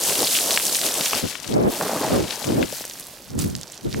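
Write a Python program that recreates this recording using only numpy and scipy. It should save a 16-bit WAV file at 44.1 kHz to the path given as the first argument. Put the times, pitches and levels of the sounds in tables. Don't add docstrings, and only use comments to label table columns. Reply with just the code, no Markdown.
import sys
import numpy as np
from scipy import signal
from scipy.fft import rfft, irfft
from scipy.io import wavfile

SR = 44100
rng = np.random.default_rng(int(sys.argv[2]) if len(sys.argv) > 2 else 0)


def dump(signal):
    limited = np.clip(np.atleast_2d(signal).T, -1, 1)
    pcm = np.round(limited * 32767).astype(np.int16)
    wavfile.write(sys.argv[1], SR, pcm)


N = 176400
T = np.arange(N) / SR
TURN_AWAY_S = [0.84, 1.17]

# freq_hz, level_db
PEBBLE_SPECTRUM = [(100, -46), (700, 8), (1800, -3.5), (3200, -1), (6000, 2), (9000, -8), (12000, 1),
                   (16000, -38)]


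def amp(db):
    return 10 ** (np.asarray(db) / 20)


def unit(x):
    return x / np.sqrt(np.mean(x ** 2) + 1e-20)


def curve(points):
    return np.interp(T, *np.transpose(points))


def pan(side_db):
    return amp(np.array([[.5], [-.5]]) * side_db)


def add(mix, start_s, sound):
    part = mix[:, max(round(start_s * SR), 0):][:, :sound.shape[1]]
    part += sound[:, :part.shape[1]]


def colour(x, spectrum, size=4096):
    hz, db = np.transpose(spectrum)
    bins_hz = abs(np.fft.fftfreq(size, 1 / SR)) + 1
    log_gain = np.log(amp(np.interp(np.log(bins_hz), np.log(hz), db)))
    response = np.exp(np.conj(signal.hilbert(log_gain)))
    taps = np.fft.ifft(response).real[:size // 2]
    return unit(signal.oaconvolve(x, taps[None], axes=1)[:, :N])


def wander(corner_hz):
    rolloff = 1 + (np.fft.rfftfreq(N, 1 / SR) / corner_hz) ** 2
    return unit(irfft(rfft(rng.standard_normal(N)) / rolloff, N))


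def clack(pitch_hz, cycles, size=900):
    scatter_gain, scatter_s = .09, .002
    port_delay_s = 11e-6 * rng.standard_normal()
    t = np.maximum(np.arange(size) / SR + np.array([[.5], [-.5]]) * port_delay_s, 0)
    ring = t * np.exp(-t * pitch_hz / np.clip(cycles, .33, 1.3)) * np.sin(2 * np.pi * pitch_hz * t)
    ring /= abs(ring).max()
    echoes = rng.standard_normal((2, size)) * np.exp(-t / scatter_s)
    echoes *= scatter_gain * np.sqrt(2 * pitch_hz / SR)
    return ring + signal.fftconvolve(echoes, ring, axes=1)[:, :size]


def stones(per_s, low_hz, high_hz, cycles, spread_db, clump_db, clump_hz, side_db, sizes=36):
    out = np.zeros((2, N))
    rate_per_s = per_s * amp(clump_db * wander(clump_hz))
    onsets = np.flatnonzero(rng.random(N) < rate_per_s / SR)
    size_of = rng.integers(0, sizes, N)[onsets]
    force_db = spread_db * np.minimum(rng.exponential(1, N), 3.5)
    force = (amp(force_db) * rng.choice([-1, 1], N))[onsets]
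    pitches_hz = np.linspace(np.sqrt(low_hz), np.sqrt(high_hz), sizes) ** 2
    for k, hz in enumerate(pitches_hz):
        hits = np.zeros(N)
        hits[onsets[size_of == k]] = force[size_of == k]
        impacts = signal.oaconvolve(hits[None], clack(hz, cycles) * hz ** .75, axes=1)[:, :N]
        out += impacts * pan(side_db * rng.standard_normal())
    return out / np.sqrt(per_s)


def scree():
    # time_s, level_db
    slide = [(0, -25), (.05, -22), (.08, -20.5), (.13, -22.5), (.28, -22.5), (.33, -20), (.365, -18),
             (.39, -22), (.49, -23), (.515, -20.5), (.58, -24.5), (.63, -24), (.66, -22), (.705, -25),
             (.76, -21.5), (.785, -25), (.83, -25.5), (.86, -19.5), (.9, -26), (1.03, -24.5), (1.07, -22),
             (1.11, -26), (1.18, -21.5), (1.24, -33), (1.3, -28), (1.37, -37.5), (1.52, -37), (1.59, -47.5),
             (1.67, -45), (1.72, -30.5), (1.93, -30), (2.15, -29), (2.26, -34.5), (2.32, -30),
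             (2.38, -33.5), (2.45, -32.5), (2.56, -36), (2.66, -37), (2.72, -33.5), (2.82, -35),
             (2.88, -41), (3.02, -41), (3.25, -46.5), (3.37, -49.5), (3.58, -45.5), (3.69, -46.5),
             (3.73, -43), (3.8, -48), (3.89, -43.5), (3.935, -39.5), (4, -41.5)]
    # freq_hz, level_db
    bright_spectrum = [(100, -33), (700, -5.5), (1800, -13.5), (3000, -5.5), (4500, -3.5), (6500, -2.5),
                       (9000, -0.5), (11500, -2), (14000, -2), (16000, -6.5)]
    # freq_hz, level_db
    dull_spectrum = [(100, -20), (700, -3.5), (1800, -4.5), (3000, -2.5), (4500, -1.5), (6500, -2.5),
                     (9000, -2), (11500, -2.5), (14000, -1.5), (16000, -3.5)]
    grit_db, pebbles_db, busy_db = 0.57, -8.5, -22.5
    slide_db = curve(slide)
    busy = amp(1.2 * np.minimum(slide_db - busy_db, 0))
    grit = stones(4000 + 5500 * busy, 1470, 14700, cycles=0.46,
                  spread_db=1.4, clump_db=1.5, clump_hz=137, side_db=5.5)
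    away = np.interp(T, TURN_AWAY_S, [0, 1])
    grit = (1 - away) * colour(grit, bright_spectrum) + away * colour(grit, dull_spectrum)
    pebbles = stones(200 + 300 * busy, 1580, 10750, cycles=0.79,
                     spread_db=4.5, clump_db=1, clump_hz=50, side_db=-3.5)
    return amp(slide_db) * (amp(grit_db) * grit + amp(pebbles_db) * colour(pebbles, PEBBLE_SPECTRUM))


def body_shadow(crunch, corner_hz=8300):
    # time_s, gain_db
    shading = [(1.1, -2), (1.35, -10.5), (1.7, 0.5), (2.0, -3.5), (2.25, -8.5), (2.4, -3.5), (2.55, -4.5),
               (2.85, 1), (3.9, -9.5)]
    treble = signal.filtfilt(*signal.butter(2, corner_hz, "high", fs=SR), crunch)
    return crunch + (amp(curve(shading)) - 1) * treble


def stone_bed(gain_db=1):
    # time_s, level_db
    grinding = [(0, -38), (.1, -28.5), (.18, -34), (.225, -24), (.265, -38), (.4, -37), (.51, -28.5),
                (.62, -39), (.72, -32.5), (.78, -42), (.87, -28.5), (.92, -35), (1.01, -30), (1.09, -43.5),
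                (1.17, -28.5), (1.21, -40), (1.38, -50), (1.7, -35.5), (1.77, -33), (1.83, -27),
                (1.93, -26), (1.98, -28), (2.05, -24.5), (2.15, -28), (2.28, -38.5), (2.36, -38.5),
                (2.44, -36), (2.6, -38), (2.72, -51), (2.92, -50.5), (3.25, -51), (3.8, -49.5), (4, -64)]
    # freq_hz, level_db
    spectrum = [(30, -52), (80, -1), (150, -3.5), (300, -0.5), (600, 1), (1000, -4.5), (1500, -12),
                (2500, -14.5), (6000, -51)]
    knocks = stones(1400, 164, 1940, cycles=0.7, spread_db=2.5, clump_db=2.5, clump_hz=44.2, side_db=1.5)
    return amp(gain_db + curve(grinding)) * colour(knocks, spectrum)


def trickle(level_db=-49.5):
    ticks = stones(150, 1500, 13000, cycles=.45, spread_db=3, clump_db=2, clump_hz=10, side_db=3)
    return amp(level_db) * colour(ticks, PEBBLE_SPECTRUM)


def air(level_db=-52.5):
    # freq_hz, level_db
    spectrum = [(20, -4), (60, -0.5), (150, 3.5), (500, -6), (1200, -22.5), (4000, -15), (16000, -21)]
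    noise = rng.standard_normal(N) + 0.35 * rng.standard_normal((2, N))
    return amp(level_db) * colour(noise, spectrum)


def loose_stones():
    # start_s, level_db, pitch_hz, ring_cycles
    strikes = [(0.038, -6, 6300, 0.72), (0.1552, -11.5, 3160, 0.7), (0.1802, -13, 3200, 0.36),
               (0.205, -11.5, 3900, 0.76), (0.221, -1.5, 9100, 0.55), (0.23, -4, 5200, 0.32),
               (0.247, -8, 4780, 1.3), (0.2718, -5, 4260, 0.47), (0.349, -9, 3660, 0.5),
               (0.353, -7.5, 2940, 0.68), (0.3583, -16, 3300, 0.65), (0.367, -9.5, 3130, 0.93),
               (0.3725, -14, 3600, 0.41), (0.3882, -7, 3130, 0.5), (0.409, -9, 4800, 0.78),
               (0.508, -2.5, 4200, 0.43), (0.5155, -8, 4050, 0.45), (0.5427, -8, 4300, 0.57),
               (0.5625, -5, 5140, 0.58), (0.575, 0.5, 2400, 0.28), (0.5994, -10.5, 2640, 0.18),
               (0.6533, -4, 7840, 0.55), (0.668, -0.5, 8000, 0.35), (0.7271, -6, 6800, 0.6),
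               (0.7484, -4.5, 6050, 0.48), (0.7545, -8.5, 3680, 0.46), (0.7686, -4.5, 8950, 0.67),
               (0.793, -8, 5490, 0.5), (0.8152, -4, 4120, 0.26), (0.865, -7.5, 5000, 0.53),
               (0.9412, -4.5, 7260, 0.44), (1.0099, -5, 4040, 0.25), (1.0248, -11, 7500, 0.6),
               (1.0583, -3, 7070, 0.37), (1.0609, -7, 3230, 0.57), (1.132, -13, 1010, 0.67),
               (1.133, -13, 2690, 1.3), (1.298, -13, 6500, 0.25), (1.354, -14, 2530, 0.36),
               (1.432, -20, 6030, 0.31), (1.4449, -18.5, 3140, 0.36), (1.4772, -13.5, 5870, 0.26),
               (1.5244, -19, 3840, 0.27), (1.5403, -15, 4570, 0.3), (1.618, -34, 3600, 0.27),
               (1.8116, -10.5, 1140, 0.32), (2.0247, -14, 5500, 0.57), (2.1603, -23, 3640, 0.5),
               (2.242, -18, 2960, 0.4), (2.2803, -21, 3180, 0.6), (2.3085, -7.5, 3700, 0.29),
               (2.3237, -14, 3400, 0.22), (2.327, -17, 2340, 0.28), (2.4435, -15, 2730, 0.35),
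               (2.5209, -22, 3370, 0.35), (2.628, -9.5, 2240, 0.24), (2.7262, -17.5, 536, 0.24),
               (2.7714, -19, 7000, 0.5), (2.7842, -19, 6500, 0.45), (2.809, -29, 544, 0.4),
               (2.841, -22.5, 1600, 0.29), (2.8505, -30.5, 563, 0.58), (2.8525, -11, 8240, 0.4),
               (2.879, -19, 7040, 0.4), (2.8983, -13, 6200, 0.4), (2.911, -19.5, 3600, 0.33),
               (2.9364, -19, 6600, 0.42), (2.998, -11, 11860, 0.35), (3.007, -18, 9060, 0.45),
               (3.0694, -16, 9730, 0.33), (3.3903, -10, 7060, 0.6), (3.5006, -21, 6500, 0.46),
               (3.5524, -10.5, 5200, 0.49), (3.564, -17.5, 8100, 0.35), (3.613, -15, 6900, 0.3),
               (3.6217, -34, 3420, 1.2), (3.6326, -16, 5760, 0.5), (3.672, -25, 5480, 0.31),
               (3.7211, -19.5, 7740, 0.42), (3.743, -24, 7000, 0.5), (3.7775, -21, 5730, 0.35),
               (3.928, -16, 4130, 0.49), (3.9403, -19, 5170, 0.52), (3.945, -21.5, 1930, 0.2)]
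    chips_per_s, chips_decay_s = 1500, .004
    out = np.zeros((2, N))
    t = np.arange(SR // 30) / SR
    for start_s, level_db, pitch_hz, ring_cycles in strikes:
        hit = clack(pitch_hz, ring_cycles) * amp(level_db)
        hit = signal.lfilter(*signal.butter(1, pitch_hz / 4, "high", fs=SR), hit)
        chips = rng.standard_normal(len(t)) * (rng.random(len(t)) < chips_per_s / SR)
        chips *= np.exp(-t / chips_decay_s)
        chips_db = np.interp(start_s, TURN_AWAY_S, [-16.5, -8.5])
        add(out, start_s, hit)
        add(out, start_s, amp(chips_db) * signal.fftconvolve(hit, chips[None], axes=1))
    return out


def wind():
    # time_s, level_db
    gusts = [
        [(1.12, -52), (1.17, -35.5), (1.205, -58), (1.24, -19), (1.28, -38.5), (1.33, -69)],
        [(1.42, -60), (1.5, -29), (1.56, -19.5), (1.61, -20), (1.685, -18.5), (1.73, -47), (1.85, -69)],
        [(1.98, -67.5), (2.07, -36.5), (2.145, -16.5), (2.19, -21.5), (2.24, -28.5), (2.32, -52)],
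        [(2.41, -61), (2.48, -22.5), (2.55, -26), (2.605, -19), (2.64, -24), (2.67, -42.5), (2.73, -44),
         (2.82, -61.5)],
        [(3.25, -60.5), (3.32, -34.5), (3.385, -23.5), (3.43, -27), (3.465, -22), (3.51, -31), (3.59, -36),
         (3.66, -53.5)],
        [(3.8, -64), (3.86, -22.5), (3.92, -35), (3.97, -26), (4, -23)],
    ]
    gust_speeds = [.85, 1.15, 1, 1.05, .68, .8]
    # freq_hz, level_db
    spectrum = [(20, -5.5), (80, -3), (150, -0.5), (250, -0.5), (370, -2.5), (520, -8), (750, -19),
                (1100, -27), (2200, -38.5), (8000, -75)]
    gain_db, across_db, reference_db, low_cut_hz = 0.17, 1, -21, 113
    envelopes = np.array([amp(np.interp(T, *np.transpose(g), left=-120, right=-120)) for g in gusts])
    envelope = envelopes.sum(0)
    speed = np.dot(gust_speeds, envelopes) / envelope
    speed *= (envelope / amp(reference_db)) ** .15

    def buffet(freq_ratio):
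        eddies = colour(rng.standard_normal((1, N)), spectrum)[0]
        position = np.cumsum(speed * freq_ratio) % N
        flutter = unit(amp(1.3 * wander(60)))
        return np.interp(position, np.arange(N), eddies) * flutter

    common = buffet(0.99)
    across = np.array([[1], [-1]]) * amp(across_db) * buffet(1.28)
    pressure = amp(gain_db) * envelope * (common + across)
    return signal.lfilter(*signal.butter(1, low_cut_hz, "high", fs=SR), pressure)


def last_step(gain_db=-1.5, rise_db_per_s=1497):
    # peak_s, level_db, fade_db_per_s
    contacts = [(3.391, -27, 260), (3.414, -32, 140)]
    # freq_hz, level_db
    spectrum = [(100, -19), (1300, -2), (2200, -7), (4500, 1.5), (7000, 0), (9500, -0.5), (12000, -5.5),
                (16000, -5.5)]
    crunch = stones(3000, 1140, 18700, cycles=0.64, spread_db=1.5, clump_db=2, clump_hz=121, side_db=7)
    envelope = np.zeros(N)
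    for peak_s, level_db, fade_db_per_s in contacts:
        shape_db = np.minimum(rise_db_per_s * (T - peak_s), fade_db_per_s * (peak_s - T))
        envelope += amp(gain_db + level_db + shape_db)
    return colour(crunch, spectrum) * envelope


def scene():
    # time_s, left_minus_right_db
    feet_side = [(0, 1.5), (.7, 1), (1.1, 1.5), (1.35, 8.5), (1.6, 9), (1.85, -0.5), (2.1, 3), (2.3, 6),
                 (2.6, 8), (2.9, -0.5), (3.2, -3.5), (4, -4.5)]
    feet = body_shadow(scree()) + last_step() + trickle() + loose_stones()
    return feet * pan(curve(feet_side)) + stone_bed() + wind() + air()


def record(dry):
    lowpass = signal.firwin(511, 16000, window=("kaiser", 9), fs=SR)
    return signal.oaconvolve(dry, lowpass[None], "same")


dry = scene()
out = record(dry)
dump(out)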